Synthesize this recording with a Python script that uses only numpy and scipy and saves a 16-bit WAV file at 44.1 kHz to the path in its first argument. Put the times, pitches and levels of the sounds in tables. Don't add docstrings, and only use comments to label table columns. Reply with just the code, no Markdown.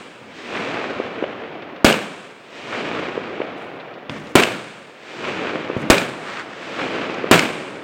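import sys
import numpy as np
from scipy import signal
from scipy.fft import rfft, irfft, next_fast_len
from scipy.io import wavfile

SR = 44100
rng = np.random.default_rng(int(sys.argv[2]) if len(sys.argv) > 2 else 0)


def pcm_store(signal):
    levels = np.round(np.clip(np.atleast_2d(signal), -1, 1) * 32767)
    wavfile.write(sys.argv[1], SR, levels.astype(np.int16).T)


N = 345303


def shells(rip_db=8.0, rip_lag_s=.0008, fence_lag_s=.072):
    # (time [s], blast [dB], push length [ms], ground bounce delay [ms], thud [dB], near echoes [dB],
    #  far echoes [dB], fence [dB], extra far delay [ms], latest slap or valley delay allowed [s])
    bursts = [(-.328, 9, .6, 3.5, -10, -2.5, -0.5, -10, -1.5, 2),
              (1.8455, 22.5, 0.53, 3.38, -4.5, -2.5, -1, -11, 2, 2),
              (4.3541, 23.5, 0.57, 2.9, -11, -1.5, -0.9, -6.5, 16, 2),
              (5.9005, 20, 0.67, 3.57, -1, -3.5, 0.06, -11, 12, 1.45),
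              (7.3123, 22.5, 0.5, 2.97, -23, 0, 2, -5, 9, 2)]
    # (delay [ms], level [dB], treble limit [Hz])
    near_walls = [(7.67, 5, 2000), (18.44, 5, 860), (20, 3.5, 4900), (28.87, -1, 1600), (36.8, -7, 990),
                  (40.25, -0.5, 4200), (45.4, -4.5, 2700), (64.8, -3, 1300), (120.2, 0.5, 460)]
    out = np.zeros(N)
    for s, blast_db, push_ms, bounce_ms, thud_db, near_db, far_db, fence_db, far_ms, reach_s in bursts:
        shock = blast(push_ms, bounce_ms, bounce=0.58, low_hz=131)
        add(out, s, amp(blast_db) * shock)
        add(out, s, amp(thud_db) * thud())
        tear = amp(rip_db) * rip(.0009, low_hz=600, top_hz=8260)
        add(out, s, tear)
        add(out, s + bounce_ms / 1000 + rip_lag_s, .7 * tear)
        for lag_ms, db, top_hz in near_walls:
            add(out, s + lag_ms / 1000, amp(near_db + db) * cut(shock, top_hz, "low"))
        add(out, s, amp(near_db) * yards())
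        add(out, s + fence_lag_s, amp(fence_db) * fence())
        for echo in (treeline(), hillside(), slaps(reach_s), valley(reach_s)):
            add(out, s + far_ms / 1000, amp(far_db) * echo)
    return out


def blast(push_ms, bounce_ms, bounce, low_hz):
    ms = clock(.06) * 1000
    wave = lambda u: (u >= 0) * (1 - u) * np.exp(-np.abs(u))
    direct = wave(ms / push_ms)
    off_ground = bounce * wave((ms - bounce_ms) / push_ms)
    return cut(direct + off_ground, low_hz, "high", order=3)


def thud(hz=55, decay_s=0.004):
    t = clock(.08)
    return np.sin(2 * np.pi * hz * t) * np.exp(-t / decay_s)


def rip(decay_s, low_hz, top_hz):
    t = clock(0.043)
    spray = cut(rng.standard_normal(len(t)), low_hz, "high")
    spray = cut(spray, top_hz, "low", order=3)
    return spray / np.std(spray) * np.exp(-t / decay_s)


def launches(pop_db=-7, tail_db=-30, tail_fall_db_per_s=37, loss_db_per_khz=2.5):
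    # (time [s], thump [dB], echoes [dB], extra treble loss [dB per kHz])
    charges = [(.214, -33, -9.5, 2.5), (2.861, -24, -10, 5), (4.0960, -11, 1, 0), (5.7650, -4, 4.5, 2)]
    # (delay [s], level [dB])
    returns = [(0, -39), (0.067, -25.5), (.17, -31)]
    # (pitch [Hz], level [dB])
    colour = [(24, -53), (40, -27.5), (163, -5.5), (329, -3.5), (422, -18), (479, -7), (751, -17.5),
              (2320, -12), (4340, -22), (7930, -21), (16000, -60)]
    out, t = np.zeros(N), clock(.5)
    clumps = sum(amp(db) * swell(t, lag_s, rise_db_per_s=700, hold_s=0, fall_db_per_s=268)
                 for lag_s, db in returns)
    gain = np.hypot(clumps, amp(tail_db - tail_fall_db_per_s * t))
    for s, thump_db, echo_db, dull_db in charges:
        top_hz = 3000 / (0.5 + 2 * abs(dull_db))
        thump = cut(blast(push_ms=1.45, bounce_ms=8.0, bounce=0.33, low_hz=100), top_hz, "low", order=4)
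        pop = cut(rip(0.0023, low_hz=120, top_hz=4000), top_hz, "low", order=4)
        echoes = scatter(gain, loss_db_per_khz + dull_db, colour, spread_db=4, patchy_db=2.0)
        add(out, s, amp(thump_db) * thump)
        add(out, s, amp(thump_db + pop_db) * cut(pop, 100, "high"))
        add(out, s, amp(echo_db) * echoes)
    return out


def yards(yard_fall_db_per_s=116.5, tree_fall_db_per_s=32):
    # (pitch [Hz], level [dB])
    colour = [(24, -55.5), (40, -47), (124, -9.5), (194, -5), (585, -5.5), (896, -12.5), (990, -11.5),
              (1590, -8.5), (2000, -13), (2260, -7), (5720, -22), (8340, -18), (10700, -31), (13400, -25),
              (16000, -28.5)]
    t = clock(1)
    rattle = scatter(amp(-4.5 - yard_fall_db_per_s * t), loss_db_per_khz=0.42 + 4.2 * t, colour=colour,
                     spread_db=4, patchy_db=2.0, clicks=9.8, click_top_hz=7000)
    trees = scatter(amp(-22 - tree_fall_db_per_s * t), loss_db_per_khz=0.5 + t, colour=colour,
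                    spread_db=3.5, patchy_db=0.6, clicks=3.07)
    return rattle + cut(trees, 10200, "low", order=5)


def fence(rib_hz=2650, rasp=0.84, uneven=0.12, width_s=.0023):
    t = clock(0.0202)
    from_middle = t - t.mean()
    spacing = np.interp(t, np.linspace(0, t[-1], 20), rng.standard_normal(20))
    hz = rib_hz * (1 - 12 * from_middle + uneven * spacing)
    ribs = np.sin(2 * np.pi * np.cumsum(hz) / SR)
    grit = cut(rng.standard_normal(len(t)), 6800, "low", order=4)
    return (ribs + rasp * grit) * np.exp(-(from_middle / width_s) ** 2)


def treeline(lag_s=.72):
    # (pitch [Hz], level [dB])
    colour = [(40, -50), (150, -9.5), (400, 2), (1000, -7), (2400, -1.5), (5000, -14.5), (8000, -21.5),
              (10700, -43), (16000, -53)]
    gain = amp(-35.5) * swell(clock(1.6), lag_s, rise_db_per_s=110, hold_s=0.22, fall_db_per_s=50)
    return scatter(gain, 0, colour, spread_db=4, patchy_db=-0.1, clicks=3.7)


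def hillside(lag_s=.9, fade_s=.6):
    # (pitch [Hz], level [dB])
    colour = [(24, -72), (40, -57), (63, -22), (130, -9), (276, -2), (455, -0.5), (918, -9.5), (1120, -7.5),
              (2050, -10.5), (2380, -7.5), (5440, -27), (7170, -31.5), (8130, -35), (10700, -54),
              (16000, -58)]
    # (delay [s], level [dB], treble limit [Hz])
    rocks = [(.88, -21.5, 2580), (.901, -24, 2600), (1.072, -27, 2400), (1.1, -21.5, 2590),
             (1.122, -26, 2600), (1.765, -31, 2600), (1.951, -31.5, 3170), (2.091, -37, 3600)]
    t = clock(3)
    gain = amp(-24) * swell(t, lag_s, rise_db_per_s=99.5, hold_s=0.23, fall_db_per_s=12.5)
    fade = np.clip((t[-1] - t) / fade_s, 0, 1)
    loss_db_per_khz = 0.02 + 2 * np.clip(t - lag_s, 0, 1.05)
    out = scatter(gain * fade, loss_db_per_khz, colour, spread_db=4.5, patchy_db=0.87, clicks=6.9)
    for s, db, top_hz in rocks:
        crack = rip(0.009, low_hz=600, top_hz=top_hz)
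        add(out, s, amp(db) * cut(crack, top_hz * np.sqrt(2), "low", order=4))
    return out


def slaps(reach_s):
    # (delay [s], level [dB], pitch [Hz], length [ms], snap [dB], snap's treble limit [Hz])
    far_walls = [(1.3309, -7.5, 436, 1, -11.5, 1290), (1.556, -8, 400, 0.97, -13, 1050),
                 (1.5707, -12, 538, 1.6, -3.5, 2800)]
    out, t = np.zeros(N), clock(0.027)
    from_middle = t - t.mean()
    for lag_s, db, hz, length_ms, snap_db, snap_hz in far_walls:
        bump = 1 / np.cosh(from_middle * 1000 / length_ms)
        noise = cut(rng.standard_normal(len(t)), 600, "high")
        snap = bump * cut(noise, snap_hz, "low", order=6)
        knock = bump * np.sin(2 * np.pi * hz * from_middle)
        slap = cut(knock + amp(snap_db) * snap / np.abs(snap).max(), 140, "high")
        if lag_s < reach_s:
            add(out, lag_s - t.mean(), amp(db) * slap)
    return out


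def valley(reach_s, lag_s=1.61, fade_s=.8):
    # (pitch [Hz], level [dB])
    colour = [(40, -48), (130, -13.5), (300, -4), (480, -1), (740, -1.5), (900, -9), (1500, -10),
              (2400, -11.5), (3500, -18.5), (5200, -39), (16000, -69)]
    t = clock(3.2)
    gain = amp(-33.5) * swell(t, lag_s, rise_db_per_s=39.5, hold_s=0, fall_db_per_s=11)
    fade = np.clip((t[-1] - t) / fade_s, 0, 1) ** 2
    return (lag_s < reach_s) * scatter(gain * fade, 0, colour, spread_db=5, patchy_db=1.5, clicks=5.7)


def star_fizz(lead_s=.5):
    # (time [s], level [dB], hold [s], treble boost [dB per kHz])
    fizzes = [(6.289, -32.5, 0.11, 1), (6.5, -40.5, 0.29, 0.84)]
    # (pitch [Hz], level [dB])
    colour = [(300, -35), (800, -2.5), (1300, 5), (1750, 1.5), (2400, -2.5), (4500, -14.5), (8000, -26.5),
              (11000, -56), (16000, -56)]
    out, t = np.zeros(N), clock(1)
    for s, db, hold_s, boost in fizzes:
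        gain = amp(db) * swell(t, lead_s, rise_db_per_s=153, hold_s=hold_s, fall_db_per_s=215)
        add(out, s - lead_s, scatter(gain, -boost, colour, spread_db=5.5, patchy_db=0.5, clicks=7.6))
    return out


def thin_hiss():
    # (time [s], level [dB], fall [dB per s])
    hisses = [(3.565, -58.5, 55), (4.096, -54, 20), (5.765, -53, 25)]
    # (pitch [Hz], level [dB])
    colour = [(1000, -21), (6000, 6), (9000, 1), (11500, -11), (16000, -14)]
    out, t = np.zeros(N), clock(.5)
    for s, db, fall_db_per_s in hisses:
        add(out, s, scatter(amp(db - fall_db_per_s * t), 0, colour, spread_db=2, patchy_db=3.5))
    return out


def dry_ticks(decay_s=0.0025):
    # (time [s], peak level [dB], pitch [Hz])
    ticks = [(4.271, -31, 4500), (6.372, -17, 2380), (7.144, -29.5, 4500)]
    out, t = np.zeros(N), clock(.03)
    for s, db, hz in ticks:
        puff = rng.standard_normal(len(t)) * np.exp(-t / decay_s)
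        tick = cut(cut(puff, hz / 2, "high"), hz * np.sqrt(2), "low", order=5)
        add(out, s, amp(db) * tick / np.abs(tick).max())
    return out


def night(level_db=-47.5):
    # (pitch [Hz], level [dB])
    colour = [(30, -24.5), (150, -9), (400, 4.5), (1000, 2), (2500, -4.5), (5000, -17), (10000, -40),
              (16000, -29.5)]
    return amp(level_db) * tint(rng.standard_normal(N), colour)


def scatter(gain, loss_db_per_khz, colour, spread_db, patchy_db, clicks=0, click_top_hz=3500):
    size = next_fast_len(len(gain), True)
    t = np.arange(size) / SR
    arrivals = rng.standard_normal(size) * amp(spread_db * np.clip(rng.standard_normal(size), -3, 3))
    spikes = (rng.random(size) < 100 / SR) * rng.standard_normal(size)
    standouts = clicks * cut(spikes, click_top_hz, "low", order=3)
    patch_times = np.arange(0, t[-1], .008)
    patches = amp(patchy_db * np.interp(t, patch_times, rng.standard_normal(len(patch_times))))
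    spectrum = rfft(tint((arrivals / np.std(arrivals) + standouts) * patches, colour))
    khz = np.linspace(0, SR / 2000, len(spectrum))
    bands_khz = [0, 1, 2, 3.5, 5.5, 8, 14]
    out = np.zeros(len(gain))
    for centre_khz, pick in zip(bands_khz, np.eye(len(bands_khz))):
        band = irfft(spectrum * np.interp(khz, bands_khz, pick), size)[:len(gain)]
        out += band * amp(-loss_db_per_khz * centre_khz)
    return gain * out


def tint(x, colour):
    hz, db = np.transpose(colour)
    f = np.linspace(0, SR / 2, len(x) // 2 + 1) + 1
    curve = amp(np.interp(np.log(f), np.log(hz), db))
    bass_cut = f / np.hypot(f, hz[0])
    y = irfft(rfft(x) * curve * bass_cut, len(x))
    return y / np.std(y)


def swell(t, peak_s, rise_db_per_s, hold_s, fall_db_per_s):
    rise_db = rise_db_per_s * np.maximum(peak_s - t, 0)
    fall_db = fall_db_per_s * np.maximum(t - peak_s - hold_s, 0)
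    return amp(-rise_db - fall_db)


def cut(x, hz, kind, order=2):
    return signal.sosfilt(signal.butter(order, min(hz, SR * .45), kind, fs=SR, output="sos"), x)


def amp(db):
    return 10 ** (np.asarray(db) / 20)


def add(out, s, sound):
    i = int(round(s * SR))
    part = sound[max(-i, 0):max(N - i, 0)]
    out[max(i, 0):max(i, 0) + len(part)] += part


def clock(seconds):
    return np.arange(int(seconds * SR)) / SR


def scene():
    return (shells() + launches() + star_fizz() + thin_hiss() + dry_ticks() + night())[None]


def record(dry, ceiling=1.0, top_hz=15950):
    # (pitch [Hz], width [Hz], level change [dB])
    resonances = [(2520, 1400, -0.5), (8200, 11100, -3)]
    for hz, width_hz, change_db in resonances:
        band = signal.lfilter(*signal.iirpeak(hz, hz / width_hz, fs=SR), dry)
        dry = dry + (amp(change_db) - 1) * band
    clipped = np.clip(dry, -ceiling, ceiling)
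    sagged = cut(clipped, 15, "high", order=1)
    return signal.sosfilt(signal.ellip(10, .2, 70, top_hz, fs=SR, output="sos"), sagged)


dry = scene()
out = record(dry)
pcm_store(out)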